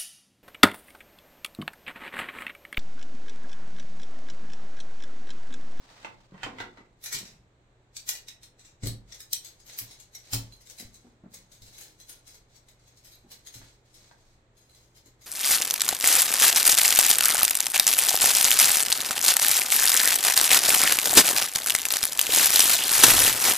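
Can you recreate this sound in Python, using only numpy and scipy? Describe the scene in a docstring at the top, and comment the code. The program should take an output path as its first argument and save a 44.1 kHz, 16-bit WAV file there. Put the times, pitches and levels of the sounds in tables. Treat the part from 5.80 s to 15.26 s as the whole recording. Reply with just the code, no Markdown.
"""A folding camp table is set up on a wooden table in a small room, close to a pair of microphones.
First a sleeve rubs and the bundled legs knock dully in the hand; they clack apart and thump on the wood.
Joints snap home with dry cracks; then the top poles clink, slide and ping to the end over a faint hum.
Blows are bursts of noise coloured by tube resonances; slides are uneven noise; the wood rings in modes."""
import sys
import numpy as np
from scipy import signal
from scipy.fft import rfft, irfft, next_fast_len
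from scipy.io import wavfile

SR = 44100
rng = np.random.default_rng(int(sys.argv[2]) if len(sys.argv) > 2 else 0)


def waveform_to_disk(signal):
    """Save audio, clipped to [-1, 1], as 16-bit WAV at the path in sys.argv[1]."""
    frames = np.transpose(np.atleast_2d(signal))
    scaled = np.clip(frames, -1, 1) * 32767
    samples = np.round(scaled).astype(np.int16)
    wavfile.write(sys.argv[1], SR, samples)


N = 417186
TIME = np.arange(N) / SR
HIT_TIME = np.arange(-SR // 16, SR // 3) / SR   # seconds around one contact at zero

# All table levels are relative: each layer has its own gain.
# leg frame clacks: (time [s], level [dB], chatter decay [s], ringing tube [Hz], hardness as treble [dB])
LEG_CLACKS = [(.229, -56, .003, 5500, -21), (0.633, -46.5, 0.0036, 3860, -20), (1.24, -39, .0046, 6640, 4),
              (1.26, -32.5, .016, 6700, -3.5), (1.327, -26.5, .018, 8200, -4),
              (1.346, -29, .0126, 4800, -8.5), (1.388, -36.5, .004, 3800, -3.5),
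              (1.454, -43, .039, 5900, -12), (2.167, -34, 0.0025, 4630, -9),
              (2.268, -55.5, 0.022, 7440, -12), (2.29, -24, .006, 7440, 0), (2.353, -38, .01, 4630, -2.5),
              (2.484, -37.5, 0.0059, 3836, -9.5), (2.632, -45.5, .014, 6490, -5),
              (2.794, -51.5, .03, 8000, -10), (2.85, -48.5, .035, 7980, -13),
              (3.035, -36.5, .015, 8000, -12), (3.058, -38.5, 0.01, 8000, 0),
              (3.071, -31.5, 0.0045, 8000, -1.5), (3.323, -41.5, .0066, 5850, -14.5),
              (3.404, -40.5, .008, 6530, -1), (3.529, -40.5, .002, 7620, -4),
              (3.534, -26, .001, 7540, -0.5), (3.988, -32.5, 0.0059, 7950, 6.5),
              (4.534, -23.5, .01, 12900, 1.5)]
# top poles clink: (time [s], level [dB], chatter decay [s])
POLE_CLINKS = [(3.346, -47, 0.006), (3.647, -41.5, 0.02), (3.801, -53.5, 0.0081), (3.865, -49, 0.025),
               (3.898, -47, 0.0045), (3.929, -45.5, 0.015), (4.11, -46, 0.016), (4.2, -48, 0.017),
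               (4.349, -43, 0.01), (4.722, -53.5, 0.026), (4.81, -54.5, .014), (4.871, -50, 0.0034),
               (4.899, -44.5, 0.019), (4.984, -45.5, 0.012), (4.999, -40, 0.008), (5.143, -50, 0.016),
               (5.541, -43, 0.015), (5.717, -49.5, 0.041), (5.821, -48.5, .039), (5.865, -50, 0.027),
               (5.934, -49.5, 0.057), (5.981, -44.5, 0.02), (6.011, -43.5, 0.035), (6.2, -47.5, .021),
               (6.292, -42, 0.024), (6.472, -47.5, 0.031), (6.543, -51.5, 0.017), (6.755, -53.5, 0.013),
               (6.885, -54, 0.016), (7.075, -58, 0.01), (7.172, -55, 0.012), (7.246, -48.5, 0.04),
               (7.319, -50.5, 0.029), (7.515, -43.5, 0.015), (7.671, -43.5, 0.0049), (7.742, -42.5, 0.028),
               (8.143, -53, 0.024), (8.769, -56, .07), (8.896, -56.5, 0.057), (8.948, -53, 0.081),
               (9.162, -53, .018), (9.26, -54, .015), (9.417, -47.5, 0.11)]
# a tube slips free of the hand and sings out: (time [s], level [dB], pitch [Hz])
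TUBE_PINGS = [(2.794, -64.5, 8000), (3.325, -47.5, 5850), (3.647, -46, 6530), (4.111, -56, 3880),
              (4.199, -56.5, 7500), (4.35, -42.5, 5740), (4.723, -52, 4120), (4.984, -51.5, 4080),
              (7.672, -48.5, 6540), (7.742, -52.5, 6440), (8.948, -63.5, 4030)]
# plastic joints snap home: (time [s], level [dB])
JOINT_SNAPS = [(2.292, -26.5), (3.53, -23), (3.5319, -18), (3.99, -51)]
# dull knocks: the bundled frame in the hand, later its hubs once unfolded: (time [s], level [dB], chatter decay
# [s], body [dB])
DULL_KNOCKS = [(.09, -56, .006, -3), (.179, -56, 0.0044, -3), (.229, -56, 0.0034, -4),
               (.247, -37, 0.0099, 4), (0.543, -53, 0.053, 8.5), (.579, -54, 0.0099, -16),
               (.632, -29.5, 0.01, -6.5), (.663, -46.5, 0.01, 17), (.785, -39, 0.017, -3),
               (.802, -33, 0.015, 4), (0.973, -49.5, 0.021, 5), (2.292, -42.5, 0.005, -15),
               (4.534, -44, .008, 10), (7.815, -54, .015, 1.5), (8.312, -57.5, .005, 10.5)]
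# feet land on the wooden table: (time [s], level [dB], contact softness as low-pass corner [Hz])
FOOT_THUMPS = [(.64, -41.5, 120), (0.801, -43, 119), (1.345, -45, 109), (3.036, -26.5, 445),
               (3.064, -27, 427), (4.015, -46, 400), (4.533, -29, 417), (4.55, -29, 177), (5.05, -39, 45),
               (5.818, -43, 70), (7.757, -47.5, 450), (7.805, -47, 350)]
# hands bump softly on the frame: (time [s], level [dB], pitch [Hz])
HAND_BUMPS = [(.52, -46.5, 182.6), (.982, -52.5, 269), (1.341, -49, 152), (1.407, -49, 212),
              (5.001, -48.5, 231), (5.246, -52, 244), (5.436, -46.5, 206), (7.441, -55, 261),
              (9.257, -59.5, 284)]
# long pushes of a tube through its joint: (time [s], length [s], level [dB])
JOINT_PUSHES = [(1.24, 0.21, -50.5), (3.3, .06, -54), (3.89, 0.24, -48.5), (4.45, 0.2, -52),
                (5.2, 0.096, -66), (5.93, 0.15, -53.5), (6.47, 0.073, -57), (6.71, .05, -61),
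                (7.0, 0.92, -63.5), (7.76, 0.13, -54.5), (8.06, 0.049, -64.5), (8.16, 0.13, -56),
                (8.39, 0.14, -64)]
# sleeve and hand rub on the bundle, level curve: (time [s], level [dB])
SLEEVE_RUB = [(0.0, -57.5), (0.236, -49.5), (0.364, -61.5), (0.592, -70), (0.73, -62), (0.838, -56),
              (1.024, -73), (1.15, -78)]

# resonances of the tubes: (frequency [Hz], width [Hz], level [dB])
LEG_RESONANCES = [(960, 30, 2.5), (1994, 220, -21), (2430, 79, 0.5), (3540, 44, -3), (3860, 72, -3.5),
                  (4047, 130, 1.5), (5460, 110, -9.5), (5880, 250, -6.5), (8130, 100, -20.5),
                  (13200, 250, -8), (15800, 450, -2.5)]
POLE_RESONANCES = [(2160, 150, -10), (4083, 150, -6), (5550, 100, -6.5), (6490, 89, 6), (8070, 130, 0.5),
                   (9500, 110, 3.5), (12570, 85, 13.5)]
BUNDLE_RESONANCES = [(367, 80, -13), (860, 110, -15.5), (1264, 20, -22), (1470, 89, 5), (1613, 73, 0),
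                     (1930, 230, 4.5)]
# ringing of the wooden table: (frequency [Hz], level [dB], decay by 60 dB [s])
WOOD_MODES = [(45, -12.5, 1), (72, -30, .15), (114, 3, 0.35), (197.2, -7.5, 0.475), (231, -26, 0.34),
              (274.2, -6.5, 0.32), (395, -15, .2), (526, -21, 0.34)]

# colour of the contacts on legs, poles and bundle: (frequency [Hz], level [dB])
LEG_SPECTRUM = [(150, -17.5), (500, -11), (1000, -13.5), (2000, -4), (2850, -7.5), (4000, -3), (7900, -3.5),
                (9000, -8), (13000, -3.5), (15500, -11)]
POLE_SPECTRUM = [(150, -10), (500, 1.5), (1200, -7.5), (2100, -1.5), (2800, -4.5), (4000, 2), (7500, -2.5),
                 (9000, -8.5), (11000, -16.5), (13000, -16), (15500, -18)]
BUNDLE_SPECTRUM = [(40, -19.5), (130, -3.5), (250, 0), (420, -3.5), (550, -1), (800, -0.5), (2000, -7),
                   (2800, -8), (4200, -6), (8000, -16), (10000, -27.5), (15500, -29.5)]
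# skin patting the tubes: (frequency [Hz], level [dB])
PAT_SPECTRUM = [(80, -6.5), (250, 4), (600, -10.5), (1500, -19.5), (4000, -54)]
# room noise: (frequency [Hz], level [dB])
AIR_SPECTRUM = [(12, -31), (20, 8), (120, -0.5), (239, -8.5), (341, -5.5), (584, -9.5), (1290, -18.5),
                (2100, -20), (2920, -25.5), (4070, -25), (5130, -35), (6460, -31), (8130, -30.5),
                (9000, -44.5), (11700, -53.5), (19800, -120)]

# sideways share of the sound field at the two microphones: (frequency [Hz], level [dB])
SIDE_SHARE = [(60, -14.5), (200, -16.5), (320, -16.5), (500, -10), (900, -0.5), (16000, 1)]
# reverberation of the small room: (frequency [Hz], decay by 60 dB [s])
ROOM_DECAY = [(150, 0.94), (500, 0.46), (1400, 0.3), (4000, 0.25), (9000, 0.2), (15000, 0.17)]
# left microphone's response over the right one's: (frequency [Hz], level [dB])
LEFT_OVER_RIGHT = [(380, 0), (700, -2.5), (1300, -3), (2400, 0), (4400, -2), (8100, 7.5), (11000, -0.5),
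                   (15000, -0.5)]

CUTOFF_HZ = 16000   # top of the microphones' range
CLACK_S = 0.0079   # usual chatter of a blow
BODY_DB_PER_DOUBLING = 2.5   # body a clack gains with each doubling of its chatter
CLINK_DB, BRIGHTENING_DB_PER_DB = -50, .3   # usual strength; treble gained with strength
HELD_UNTIL_S, HELD_TREBLE_DB = 4.5, -3.5   # until then a hand is closed round the poles and dulls them
PING_T60_S = 0.071
BUNDLE_RING_HZ, GRIP_T60_S = 912, .07   # the gripping hand damps the bundle's ring
PALM_LAG_S, PALM_DB = .021, 1.5   # the palm lands just after the fingers
# a push starts fast, slackens as it goes and trails off
PUSH_RISE_DB_PER_S, PUSH_SAG_DB_PER_S, PUSH_FALL_DB_PER_S = 452, 17.5, 131.5
SHIFT_DB, SHIFT_S = -14.5, 0.055   # the pole shifts in its seat after a clink: level against it, length
FIRST_TOUCH_DB, FIRST_TOUCH_S = -0.5, 0.001   # first collision of a blow: level over the chatter, decay
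RATTLE_DB, RATTLE_S = 1.5, 0.0033   # later collisions come in uneven bunches: spread, bunch length
AIR_DB, HUM_HZ, HUM_DB = -63.5, 120, -69.5


def legs():
    """Leg tubes and their plastic hubs clack together; the longer the chatter, the more body."""
    blows = []
    for s, db, chatter, ring_hz, treble in LEG_CLACKS:
        body = BODY_DB_PER_DOUBLING * np.log2(chatter / CLACK_S)
        blows.append((s, db, chatter, ring_hz, body, treble))
    hits = strikes(blows, LEG_RESONANCES, LEG_SPECTRUM, edges=(2000, 3000, 8000, 10000),
                   partial_count=100, body_db=-3.5, top_db=-1.0, grain_db=1.0, resonance_db=-3.0,
                   tone_db=-13.5, tone_t60=0.085, lead_db=-6.5, lead_step_db=2.5, swell=0.0096)
    return from_db(25.0) * room(hits, wet_db=0.5, build_s=0.0029)


def poles():
    """Poles clink a little to the left, each time on a random mode; hard or free clinks are brighter."""
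    picks = rng.integers(len(POLE_RESONANCES), size=len(POLE_CLINKS))
    blows = []
    for (s, db, chatter), pick in zip(POLE_CLINKS, picks):
        treble = BRIGHTENING_DB_PER_DB * (db - CLINK_DB) + HELD_TREBLE_DB * (s < HELD_UNTIL_S)
        blows.append((s, db, chatter, POLE_RESONANCES[pick][0], 0, treble))
    hits = strikes(blows, POLE_RESONANCES, POLE_SPECTRUM, edges=(2000, 3110, 8000, 10500),
                   partial_count=110, body_db=-2, top_db=7.5, grain_db=6.5, resonance_db=4.5,
                   tone_db=-17.5, tone_t60=.13, lead_db=-6.5, lead_step_db=0.5, swell=0.012)
    for s, db, hz in TUBE_PINGS:
        add(hits, from_db(db) * beating(hz, PING_T60_S), s)
    return from_db([[24.5], [23.5]]) * room(hits, wet_db=1, build_s=0.0022)


def joints():
    """A joint snapping home gives a short, hard crack straight at the microphones, with little room."""
    out = np.zeros((2, N))
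    crack_spectrum = [(1000, -27.5), (2500, -13.5), (4500, 7), (8000, 4), (11000, 2.5), (15500, 6)]
    for s, db in JOINT_SNAPS:
        crack = contact(lead_db=-38.5, swell=.001, chatter=0.0018, grain_db=-2.5)
        add(out, from_db(db) * unit(colour(crack, crack_spectrum)), s)
    return from_db([[23], [21]]) * room(out, wet_db=-14, build_s=.003)


def bundle():
    """Dull knocks: first the frame held tight in the hand, later its hubs bumping once unfolded."""
    blows = [(s, db, chatter, BUNDLE_RING_HZ, body, 0) for s, db, chatter, body in DULL_KNOCKS]
    hits = strikes(blows, BUNDLE_RESONANCES, BUNDLE_SPECTRUM, edges=(1080, 1540, 3430, 4800),
                   partial_count=150, body_db=1.2, top_db=-6, grain_db=1.5, resonance_db=4.5,
                   tone_db=-12.5, tone_t60=GRIP_T60_S, lead_db=-22, lead_step_db=6, swell=0.029)
    return from_db(26.0) * room(hits, wet_db=-1.5, build_s=0.00074)


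def table():
    """The wooden top booms under the feet; a soft contact weakens its higher modes."""
    out = np.zeros((2, N))
    push_spectrum = [(25, 8.5), (70, 8.0), (150, 6.0), (330, -2), (550, -7.5), (900, -14.5), (2500, -46.5)]
    for s, db, soft_hz in FOOT_THUMPS:
        shove = contact(lead_db=5.5, swell=0.004, chatter=0.061, grain_db=-6)
        push = unit(colour(shove, push_spectrum))
        boom = ring(WOOD_MODES) + from_db(-5.0) * push
        softness = signal.butter(1, soft_hz, fs=SR, output="sos")
        add(out, from_db(db) * signal.sosfilt(softness, boom), s)
    return from_db(27) * out


def hands():
    """Fingers, then palm: each a soft, quickly damped thud with a pat of skin."""
    out = np.zeros((2, N))
    cushion = 1 - np.exp(-(np.maximum(HIT_TIME, 0) / .004) ** 2)   # flesh softens the onset
    for s, db, hz in HAND_BUMPS:
        for lag, touch_db in ((0, 0), (PALM_LAG_S, PALM_DB)):
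            thud = unit(cushion * ring([(hz, 0, .045), (hz * 1.42, -5, .04), (hz * 3.05, -14, .04)]))
            skin = contact(lead_db=-29, swell=0.0033, chatter=0.017, grain_db=-1.0)
            pat = unit(colour(skin, PAT_SPECTRUM))
            add(out, from_db(db + touch_db) * (thud + from_db(-5.5) * pat), s + lag)
    return from_db(24.5) * room(out, wet_db=-10, build_s=.01)


def sliding():
    """Tubes scrape in their joints, in long pushes and after each clink, and set the poles singing."""
    shifts = [(s, SHIFT_S, db + SHIFT_DB) for s, db, _ in POLE_CLINKS]
    level_db = effort(JOINT_PUSHES + shifts)
    rubbing = friction(level_db, POLE_SPECTRUM, grain_db=2.0, slips_per_s=400)
    scrape = resonate(rubbing, POLE_RESONANCES, resonance_db=-1.5)
    return from_db(-5.5) * room(scrape, wet_db=-3.0, build_s=0.0019)


def sleeve():
    """Cloth and fingers rub on the bundle while it is lifted: uneven noise under a level curve."""
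    level_db = np.interp(TIME, *np.transpose(SLEEVE_RUB), right=-120)
    return from_db(-3.5) * friction(level_db, BUNDLE_SPECTRUM, grain_db=4.0, slips_per_s=110)


def background():
    """Soft room noise with little treble, an appliance's wavering hum and a very faint hiss."""
    low_pass = signal.butter(10, 8600, fs=SR, output="sos")
    air = signal.sosfilt(low_pass, colour(stereo_noise(N), AIR_SPECTRUM))
    waver = signal.resample(rng.standard_normal(size=60), N)   # slow random phase
    hum = np.sqrt(2) * np.sin(2 * np.pi * HUM_HZ * TIME + 0.37 * waver)
    hiss = from_db(-97.5) * stereo_noise(N)
    return from_db(AIR_DB) * np.sqrt(N) * unit(air) + from_db(HUM_DB) * hum + hiss


def strikes(events, modes, spectrum, edges, partial_count, body_db, top_db, grain_db, resonance_db,
            tone_db, tone_t60, lead_db, lead_step_db, swell):
    """Each blow is a burst of contacts through the tubes, tilted by its hardness; one tube rings on."""
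    out = np.zeros((2, N))
    for s, db, chatter, ring_hz, body, top in events:
        # a loose, chattering blow scrapes more on its way in
        scrape_db = lead_db + lead_step_db * np.log2(chatter / CLACK_S)
        burst = contact(scrape_db, swell, chatter, grain_db) * jolts()
        burst = colour(burst, spot(CUTOFF_HZ / partial_count))
        burst = resonate(colour(burst, spectrum), modes, resonance_db)
        tilt = list(zip(edges, [body + body_db, 0, 0, top + top_db]))
        blow = colour(unit(burst), tilt)
        tone = from_db(tone_db) * beating(ring_hz, tone_t60)
        add(out, from_db(db) * (blow + tone), s)
    return out


def contact(lead_db, swell, chatter, grain_db):
    """A soft scrape leads up to the blow; then a crowd of tiny collisions dies away."""
    before = HIT_TIME < 0
    fade_s = np.maximum(np.where(before, swell, chatter), 1e-4)
    shape = np.where(before, from_db(lead_db), 1) * np.exp(-np.abs(HIT_TIME) / fade_s)
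    # each collision size holds for 16 samples
    sizes = from_db(grain_db * np.clip(rng.standard_normal(len(shape) // 16 + 1), -2, 2))
    return stereo_noise(len(shape)) * shape * np.repeat(sizes, 16)[:len(shape)]


def jolts():
    """Gain over one blow: a hard first touch, then an uneven rattle."""
    bunch = (np.maximum(HIT_TIME, 0) / RATTLE_S).astype(int)
    sizes = from_db(RATTLE_DB * np.clip(rng.standard_normal(size=400), -2, 2))
    touch = from_db(FIRST_TOUCH_DB) * np.exp(-np.abs(HIT_TIME) / FIRST_TOUCH_S) * (HIT_TIME >= 0)
    return np.where(bunch > 0, sizes[bunch], 1) + touch


def spot(spacing_hz):
    """The touching spot decides which short partials stand out, most in the treble: (Hz, dB)."""
    hz = np.arange(spacing_hz, CUTOFF_HZ, spacing_hz)
    depth_db = at_hz([(500, 3), (3000, 5)], hz)
    return np.transpose([hz, depth_db * np.minimum(rng.exponential(size=len(hz)), 2.5)])


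def resonate(x, modes, resonance_db):
    """Contact noise plus what the tubes make of it at their resonances."""
    peaks = 0
    for hz, width, db in modes:
        peaks = peaks + from_db(db) * signal.lfilter(*signal.iirpeak(hz, hz / width, fs=SR), x)
    return x + from_db(resonance_db) * peaks


def beating(hz, t60):
    """A tube that is not quite round splits its mode into beating neighbours."""
    return ring([(hz * split, 0, t60) for split in (.988, .996, 1.003, 1.012)])


def ring(modes):
    """Decaying modes (Hz, dB, t60 in s), struck with slightly different strength and pitch every time."""
    t, out = np.maximum(HIT_TIME, 0), 0
    for hz, db, t60 in modes:
        pitch = hz * (1 + .003 * rng.standard_normal())
        level = db + rng.standard_normal()
        phase = rng.standard_normal((2, 1)) * from_db(at_hz(SIDE_SHARE, hz))   # differs by microphone
        out = out + from_db(level - 60 * t / t60) * np.sin(2 * np.pi * pitch * t + phase)
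    return unit(out * (HIT_TIME >= 0))


def friction(level_db, spectrum, grain_db, slips_per_s):
    """Uneven slips under a changing level."""
    knots = np.cumsum(rng.exponential(1 / slips_per_s, size=20000))   # random times of the slips
    sizes_db = grain_db * np.clip(rng.standard_normal(len(knots)), -2, 2)
    slips = from_db(np.interp(TIME, knots, sizes_db))
    return np.sqrt(N) * unit(colour(stereo_noise(N) * slips, spectrum)) * from_db(level_db)


def effort(pushes):
    """Level in dB of the strongest push under way: each starts quickly, slackens and trails off."""
    t = TIME[::64]
    s, length, db = np.transpose(pushes)[..., None]
    early = np.maximum(s - t, 0)
    since = np.maximum(t - s, 0)
    late = np.maximum(t - s - length, 0)
    levels = db - PUSH_RISE_DB_PER_S * early - PUSH_SAG_DB_PER_S * since - PUSH_FALL_DB_PER_S * late
    return np.interp(TIME, t, levels.max(axis=0))


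def room(x, wet_db, build_s):
    """Direct sound plus reflections that thicken quickly and die sooner in the treble."""
    t = np.arange(SR * 2 // 3) / SR
    noise, tail = rfft(stereo_noise(len(t))), 0
    hz = np.arange(noise.shape[-1]) * SR / len(t)
    for centre, t60 in ROOM_DECAY:
        band = at_hz([(f, f == centre) for f, _ in ROOM_DECAY], hz)   # overlapping triangle
        tail = tail + irfft(noise * band, len(t)) * from_db(-60 * t / t60)
    tail = unit(tail * (1 - np.exp(-t / build_s)))
    return x + from_db(wet_db) * signal.fftconvolve(x, tail, axes=-1)[:, :N]


def stereo_noise(size):
    """Diffuse noise, alike in both channels in the bass only."""
    mid, side = rng.standard_normal((2, size))
    return mid + colour(side, SIDE_SHARE) * [[1], [-1]]


def colour(x, spectrum):
    """Causal (minimum-phase) filter with the given dB spectrum, built by folding its cepstrum."""
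    size = 2 * next_fast_len(x.shape[-1] // 2 + 1)
    hz = np.arange(size // 2 + 1) * SR / size
    cepstrum = irfft(np.log(from_db(at_hz(spectrum, hz))))
    cepstrum[1:size // 2] *= 2
    cepstrum[size // 2 + 1:] = 0
    return irfft(rfft(x, size) * np.exp(rfft(cepstrum)))[..., :x.shape[-1]]


def at_hz(points, hz):
    """Read a table on a log-frequency axis."""
    f, value = np.transpose(points)
    return np.interp(np.log(np.maximum(hz, 1)), np.log(f), value)


def from_db(db):
    """Amplitude factor of a level in dB."""
    return 10 ** (np.asarray(db) / 20)


def unit(x):
    """Scale to an energy of one per channel."""
    return x / np.sqrt(np.mean(np.sum(x ** 2, axis=-1)) + 1e-20)


def add(out, sound, s):
    """Mix in a hit whose contact falls at time s."""
    start = round((s + HIT_TIME[0]) * SR)
    part = sound[..., :N - start]
    out[:, start:start + part.shape[-1]] += part


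def scene():
    """Frame, poles, joints and table top close by, hands and sleeve on them, and the quiet room."""
    frame = legs() + poles() + joints() + bundle()
    return frame + table() + hands() + sliding() + sleeve() + background()


def record(dry):
    """The two microphones differ in colour; the top is cut steeply."""
    heard = []
    for x, share in zip(dry, (.5, -.5)):   # each takes half of the balance
        heard.append(colour(x, [(hz, share * db) for hz, db in LEFT_OVER_RIGHT]))
    return signal.sosfilt(signal.ellip(12, .1, 80, CUTOFF_HZ, fs=SR, output="sos"), heard)


dry = scene()
out = record(dry)
waveform_to_disk(out)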